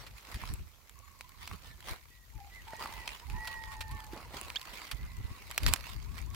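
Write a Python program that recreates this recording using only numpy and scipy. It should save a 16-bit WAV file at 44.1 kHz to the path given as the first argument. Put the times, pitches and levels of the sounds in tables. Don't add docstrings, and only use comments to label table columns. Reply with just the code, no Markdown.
import sys
import numpy as np
from scipy import signal
from scipy.fft import rfft, irfft, next_fast_len
from scipy.io import wavfile
from scipy.ndimage import uniform_filter1d, map_coordinates

SR = 44100
rng = np.random.default_rng(int(sys.argv[2]) if len(sys.argv) > 2 else 0)


def master(y):
    cut = np.clip(np.atleast_2d(y).T, -1, 1)
    pcm = np.round(cut * 32767)
    wavfile.write(sys.argv[1], SR, pcm.astype(np.int16))


N = 280431

# start in seconds, level in dB, relative treble in dB, swell in ms.
SHEAR_SNAPS = [(0.064, -36, -4, 5.3), (.343, -30.5, 3, 1.3), (0.5382, -33, 19.5, 0.37),
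               (0.895, -35.5, 7.5, 0.58), (1.209, -24.5, 0.5, 0.57), (1.2928, -38.5, 11, 0.41),
               (1.4751, -26, 1, 1.25), (1.8046, -35.5, 2, 0.93), (3.0755, -19, -9, 1.26),
               (3.091, -22.5, -9, 0.55), (3.299, -28, -2, 0.77), (3.472, -25.5, -1, 3.5),
               (3.6371, -28, -10, 0.95), (3.806, -25.5, -1.5, 4.7), (3.91, -39, 5, 6.1),
               (4.0026, -32.5, 2, 1.13), (4.043, -44, 12, 1.34), (4.123, -37, -3, 0.71),
               (4.4132, -25.5, 15, 0.24), (4.5017, -19, -2.5, 0.45), (4.558, -23.5, -6, .8),
               (4.595, -37, -4, 0.37), (4.6141, -25.5, 1, 0.59), (4.9126, -22.5, -0.5, 3.04),
               (5.512, -25, 6, 0.92), (5.5786, -6.5, 3, 0.39), (5.632, -24, 1, 1.26), (5.6642, -5, -4, 0.4),
               (5.678, -22, 0.5, 5.8), (5.7369, -5, 10.5, 0.32), (5.7595, -25, 0, 1.5),
               (6.18, -30.5, -5, 0.89), (6.346, -32, -2, 1.2)]
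# time in seconds, pan (left minus right) in dB.
HAND_PAN = [(0, -1.5), (5.58, -3), (5.7, -5.5)]
# time in seconds, level in dB.
LEAF_STIR = [(0, -64), (.8, -65), (1.5, -62.5), (2.2, -67.5), (2.7, -56), (4.2, -58), (5.05, -62.5),
             (5.6, -54.5), (6.36, -63)]


def snaps():
    # mode frequency in Hz, width in Hz, gain in dB. The hand damps the body.
    body_modes = [(1040, 870, -6), (2480, 470, -0.5), (3100, 335, -1.5), (4430, 1640, -6)]
    tip_modes = [(7500, 920, 1.5), (11800, 2300, -0.5)]
    energy_db, tip_db = 7.5, -7.5
    out = np.zeros((2, N + SR))
    t_ms = 1000 * np.arange(1024) / SR
    hz = np.fft.rfftfreq(2048, 1 / SR)
    highpass = (1j * hz / (5000 + 1j * hz)) ** 2
    colour = np.array([resonances(body_modes, hz), resonances(tip_modes, hz) * highpass])[:, None]
    pan_db = curves(HAND_PAN)[0]
    for start_s, db, treble_db, swell_ms in SHEAR_SNAPS:
        at = round(start_s * SR)
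        swell_ms = np.clip(swell_ms, .15, 5)
        age = t_ms / swell_ms * np.array([[[1]], [[1.4]]])
        envelope = age * np.exp(-age) + .2 * np.exp(-age / 5)
        noise = rng.standard_normal((2, 3, len(t_ms)))
        common = np.array([[[.85]], [[.3]]]) * noise[:, :1]
        crack = envelope * (common + 0.86 * noise[:, 1:])
        crack /= np.linalg.norm(crack, axis=2, keepdims=True)
        contact = round(swell_ms * SR / 1000)
        crack[:, [0, 1], [contact + 2, contact]] += 2.2 * np.exp(-swell_ms / .7)
        crack = irfft(rfft(crack, 2048) * colour)[..., :1536]
        crack /= np.linalg.norm(crack, axis=2, keepdims=True)
        shade = amp(np.array([[.5], [-.5]]) * [[[1.1]], [[1.6]]] * pan_db[at])
        body, tips = crack * shade * np.sqrt(swell_ms)
        out[:, at:at + 1536] += amp(db + energy_db) * (body + amp(treble_db + tip_db) * tips)
    return out[:, :N]


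def knocks():
    # start in seconds, peak in dB, frequency in Hz.
    bumps = [(0.436, -29, 1040), (1.513, -31.5, 1170), (2.733, -29.5, 654), (2.81, -30.5, 1080),
             (2.817, -33, 1260), (2.826, -33, 1230), (2.838, -34.5, 1340), (2.858, -26.5, 1150),
             (4.132, -31.5, 336)]
    out, t = np.zeros(N + SR), np.arange(2048) / SR
    for start_s, db, hz in bumps:
        grip = 1 + 0.65 * unit(uniform_filter1d(rng.standard_normal(len(t)), size=16))
        envelope = amp(-60 * t * hz / 12) * (1 - np.exp(-t / 0.002))
        bump = envelope * grip * np.sin(2 * np.pi * hz * t)
        out[round(start_s * SR):][:len(t)] += amp(db) * bump / np.abs(bump).max()
    return placed(out[:N], pan_db=-2.5)


def squeak():
    # time in seconds, slip rate in Hz, level in dB.
    slips = [(4.5582, 1450, -52), (4.5595, 1420, -33), (4.5625, 1730, -33), (4.563, 1520, -33),
             (4.571, 1815, -35.5), (4.577, 1740, -53)]
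    hz, db = curves(slips)
    t = np.arange(N) / SR - slips[0][0]
    gate = (t > 0) * (t < slips[-1][0] - slips[0][0])
    phase = 2 * np.pi * np.cumsum(hz) / SR + .25 * wobble(900)
    harmonics = [amp(-14), amp(0.5), amp(6.5) * np.exp(-np.abs(t) / 0.0023), amp(-19.5)]
    wave = sum(gain * np.sin(k * phase) for k, gain in enumerate(harmonics, 1))
    grain = 1 + .2 * wobble(700)
    return placed(gate * np.sqrt(2) * amp(db) * grain * wave, pan_db=-7)


def rustle():
    leaf_gain, glove_gain = handling()
    rub = (1.75 + crackle(110, spread_db=3.5, life_s=0.00092)) * stereo_noise(0.07)
    scuff = (2.0 + crackle(150, spread_db=9.0, life_s=0.0022)) * stereo_noise(0.89)
    # frequency in Hz, relative density in dB.
    leaf_spectrum = [(500, -23.5), (1000, 4), (1550, -3), (2200, 2), (3400, -4.5), (4400, -2.5),
                     (6000, -10.5), (10000, -13), (15850, -15)]
    glove_spectrum = [(120, -3), (400, -0.5), (850, -1), (1500, -6.5), (3000, -16), (6000, -42)]
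    leaves = coloured(leaf_spectrum, patchy(rub, depth_db=3, bins=3, frames=12))
    glove = coloured(glove_spectrum, patchy(scuff, depth_db=3.5, bins=2, frames=6))
    side = amp(np.outer([.5, -.5], curves(HAND_PAN)[0]))
    return side * (leaf_gain * leaves + glove_gain * glove)


def handling():
    # centre in seconds, half length in seconds, leaf level in dB, glove level in dB.
    brushes = [(0.005, 0.059, -49.5, -55), (0.173, 0.021, -51.5, -80), (0.323, 0.085, -49.5, -55),
               (0.466, 0.095, -49, -59), (1.438, 0.03, -47, -88), (1.519, 0.053, -52.5, -61),
               (1.672, 0.049, -53, -64.5), (1.905, 0.038, -41.5, -48), (2.827, 0.029, -43.5, -49),
               (2.917, 0.13, -50, -55), (3.122, 0.053, -49, -56), (3.501, 0.088, -49, -61),
               (3.727, 0.018, -45, -63), (4.184, 0.072, -55, -51), (4.36, 0.031, -47, -50),
               (4.454, 0.13, -49.5, -55.5), (4.788, 0.16, -48, -57), (5.443, 0.21, -55, -62),
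               (5.693, 0.071, -41, -48), (5.893, 0.057, -48, -72), (6.188, 0.057, -52, -63),
               (6.36, 0.014, -40, -48)]
    glove_db, shake_db, shake_s = -8.5, -26.5, 0.0068
    t = np.arange(N) / SR
    power = amp(curves(LEAF_STIR)[0] + [[0], [glove_db]]) ** 2
    for centre_s, half_s, *levels_db in brushes:
        power += amp(levels_db)[:, None] ** 2 / (1 + ((t - centre_s) / half_s) ** 2) ** 2.62
    for start_s, db, *_ in SHEAR_SNAPS:
        power[0] += amp(db + shake_db) ** 2 * (t > start_s) * np.exp(-2 * np.abs(t - start_s) / shake_s)
    return np.sqrt(power)


def ticks():
    clicks = crackle(14, spread_db=4.5, life_s=0.00066) * stereo_noise(0.22)
    return amp(curves(LEAF_STIR)[0] - 12) * coloured([(2500, -30), (6000, 6), (16000, -6)], clicks)


def wind():
    # time in seconds, level in dB, left minus right in dB.
    breeze = [(0, -48.5, 20), (.2, -65, -7), (.6, -47.5, 3.5), (.8, -64.5, -25), (1.2, -56, -19),
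              (1.75, -55, -5), (2.1, -63, 6.5), (2.6, -57, 3), (3.2, -56.5, -11.5), (3.6, -51, 2.5),
              (4.5, -52.5, -4), (4.86, -65, -19), (5.05, -49.5, -1.5), (5.7, -55, 1.5), (6.36, -39, 15.5)]
    # start in seconds, length in seconds, top level in dB.
    puffs = [(0.345, 0.033, -40.5), (0.415, 0.069, -44.5), (0.491, 0.06, -36.5), (0.581, 0.057, -41),
             (1.495, 0.063, -38.5), (1.908, 0.029, -44), (2.343, 0.046, -47.5), (3.252, 0.2, -42.5),
             (3.778, 0.044, -43.5), (3.9, 0.077, -42.5), (4.928, 0.037, -42.5), (4.976, 0.11, -41),
             (5.176, 0.044, -40), (5.245, 0.013, -37.5), (5.304, 0.027, -39.5), (5.603, 0.14, -30),
             (5.937, 0.07, -42.5), (6.087, 0.084, -43), (6.207, 0.15, -46)]
    # frequency in Hz, relative density in dB.
    rumble_spectrum = [(20, -41), (38, -1.5), (56, 2.5), (100, -6.5), (200, -20.5), (450, -33.5)]
    edge_s = 0.0057
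    t = np.arange(N) / SR
    breeze_db, pan_db = curves(breeze)
    power = amp(breeze_db) ** 2
    for start_s, length_s, db in puffs:
        progress = np.clip((t - start_s + edge_s) / (length_s + 2 * edge_s), 0, 1)
        power += (amp(db) * np.sin(np.pi * progress)) ** 2
    left_share = 1 / (1 + amp(-2 * pan_db))
    port_gain = 2 * np.sqrt(power * np.array([left_share, 1 - left_share]))
    lumps = amp(1.5 * np.array([wobble(20), wobble(13)]) + 1.5 * wobble(16))
    return port_gain * unit(lumps * coloured(rumble_spectrum, stereo_noise(0.086)))


def roosters():
    # time in seconds, pitch in Hz, level in dB.
    low_notes = [
        [(2.33, 880, -64), (2.38, 870, -62), (2.4, 798, -52), (2.5, 810, -62)],
        [(2.668, 876, -45), (2.7, 900, -53), (2.76, 859, -49)],
        [(2.8, 896, -50), (3.08, 898, -57)],
        [(3.28, 832, -57), (3.36, 863, -50), (3.6, 883, -52.5), (4.19, 857, -54)],
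    ]
    high_notes = [
        [(1.64, 1790, -66), (1.74, 1770, -61)],
        [(2.1, 1934, -69), (2.26, 1915, -70)],
        [(2.51, 1950, -63), (2.56, 2070, -53), (2.61, 1880, -56)],
        [(2.72, 1883, -55), (2.82, 1930, -55.5), (2.92, 2070, -59.5), (3.0, 1990, -52), (3.05, 1890, -55)],
        [(3.34, 1795, -57), (3.41, 1946, -48), (3.58, 1902, -46), (3.75, 1860, -57.5), (4.0, 1785, -55.5),
         (4.08, 1720, -73)],
    ]
    far_note = [(4.6, 2050, -64), (4.8, 2070, -62), (5.151, 2020, -63.5), (5.38, 1960, -69)]
    low = sum(voice(note, [-26], rough, waver=0.0056)
              for note, rough in zip(low_notes, [.5, .6, 1.2, .28]))
    high = sum(voice(note, [], rough) for note, rough in zip(high_notes, [.3, .65, .4, .7, .3]))
    return low, high + voice(far_note, [], rough=.8, waver=0.014)


def whoops():
    # start in seconds, length in seconds, level in dB.
    notes = [(3.214, 0.042, -57), (3.33, 0.061, -51.5), (3.462, 0.12, -55.5), (3.664, 0.11, -54.5),
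             (3.889, 0.12, -54), (4.137, .13, -57), (4.374, 0.15, -57), (4.605, 0.096, -58),
             (5.086, 0.1, -63.5), (5.278, 0.12, -62), (5.844, 0.12, -65), (6.056, 0.16, -63),
             (6.264, 0.13, -61.5)]
    progress = np.linspace(0, 1, 9)
    arch = np.abs(np.sin(np.pi * progress)) ** 0.553
    out = np.zeros(N)
    for start_s, length_s, db in notes:
        hz = 870 + min(2200 * length_s, 259) * arch
        contour = np.transpose([start_s + progress * length_s, hz, np.full(9, db)])
        out += voice(contour, [-13], rough=.3)
    return out


def hen():
    # time in seconds, pitch in Hz, level in dB.
    call = [(.94, 1082, -61), (1.1, 1105, -62.5), (1.22, 1051, -64), (1.36, 1073, -59)]
    pulses = np.abs(np.sin(np.pi * 21 * np.arange(N) / SR + .5 * wobble(8.9)))
    return pulses * voice(call, [-10], rough=.7, waver=0.025)


def chirp():
    # time in seconds, pitch in Hz, level in dB.
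    note = [(1.04, 6900, -70), (1.09, 6960, -70)]
    return voice(note, [], rough=2)


def birds():
    low, high = roosters()
    others = whoops() + hen() + chirp()
    direct = placed(low, -0.5, 0.00013) + placed(high, -4.0, -0.000086) + placed(others, 0.43, -0.00011)
    t60_s = .3
    t = np.arange(SR // 2) / SR
    tail = rng.standard_normal((2, len(t))) * amp(-60 * t / t60_s)
    echoes = signal.fftconvolve((low + high + others)[None], tail / np.linalg.norm(tail[0]), axes=1)
    return direct + amp(-8) * echoes[:, :N]


def insects():
    # centre in Hz, half width in Hz, level in dB.
    bands = [(14200, 50, -79)]
    return sum(amp(db) * unit(filtered(stereo_noise(0), lambda f: np.exp(-((f - hz) / half_hz) ** 2)))
               for hz, half_hz, db in bands)


def trees():
    # frequency in Hz, relative density in dB.
    hiss_spectrum = [(120, -68), (200, -5), (322, -17), (2040, -17), (6710, -8.5), (8990, -16.5),
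                     (12700, -7.5), (15800, -12)]
    return amp(-66.5 + 0.56 * wobble(10.0)) * coloured(hiss_spectrum, stereo_noise(0.039))


def voice(contour, overtones_db, rough, waver=0.00366, edge_s=0.0056):
    hz, db = curves(contour)
    t = np.arange(N) / SR
    gate = np.clip(np.minimum(t - contour[0][0], contour[-1][0] - t) / edge_s, 0, 1)
    phase = 2 * np.pi * np.cumsum(hz * (1 + waver * wobble(25))) / SR + rough * wobble(160)
    wave = np.sin(phase) + sum(gain * np.sin(k * phase) for k, gain in enumerate(amp(overtones_db), 2))
    return np.sqrt(2) * gate * amp(db) * (1 + .5 * rough * wobble(220)) * wave


def resonances(modes, hz):
    return sum((-1) ** k * amp(db) * 1j * hz * width_hz / (mode_hz ** 2 - hz ** 2 + 1j * hz * width_hz)
               for k, (mode_hz, width_hz, db) in enumerate(modes))


def crackle(rate_hz, spread_db, life_s):
    starts = (rng.random(N) < rate_hz / SR) * amp(spread_db * np.minimum(rng.exponential(size=N), 3))
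    age = np.arange(2048) / SR / life_s
    return unit(np.abs(signal.fftconvolve(starts, age * np.exp(-age))[:N]))


def patchy(x, depth_db, bins, frames):
    spectra = signal.stft(x, nperseg=256)[2]
    field = uniform_filter1d(rng.standard_normal(spectra.shape[1:]), bins, axis=0)
    field = uniform_filter1d(field, frames, axis=1)
    return signal.istft(spectra * amp(depth_db * unit(field)), nperseg=256)[1][:, :N]


def stereo_noise(coherence):
    common = np.sqrt(coherence) * rng.standard_normal(N)
    return common + np.sqrt(1 - coherence) * rng.standard_normal((2, N))


def coloured(spectrum, x):
    hz, db = np.transpose(spectrum)
    response = lambda f: amp(np.interp(np.log(f + 1), np.log(hz), db, left=-120, right=-120))
    return unit(filtered(x, response))


def placed(x, pan_db, lead_s=0):
    side = np.array([[.5], [-.5]])
    return amp(side * pan_db) * filtered(x, lambda hz: np.exp(2j * np.pi * hz * side * lead_s))


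def filtered(x, response):
    size = next_fast_len(N + SR // 2)
    return irfft(rfft(x, size) * response(np.fft.rfftfreq(size, 1 / SR)), size)[..., :N]


def wobble(rate_hz):
    knots = rng.standard_normal(int(N * rate_hz / SR) + 4)
    return map_coordinates(knots, [np.arange(N) * rate_hz / SR])


def curves(rows):
    times_s, *columns = np.transpose(rows)
    return [np.interp(np.arange(N) / SR, times_s, column) for column in columns]


def amp(db):
    return 10 ** (np.asarray(db) / 20)


def unit(x):
    return x / np.sqrt(np.mean(x ** 2) + 1e-20)


def scene():
    return wind() + rustle() + snaps() + knocks() + ticks() + squeak() + birds() + insects() + trees()


def record(dry):
    return filtered(dry, lambda hz: hz < 16400)


dry = scene()
out = record(dry)
master(out)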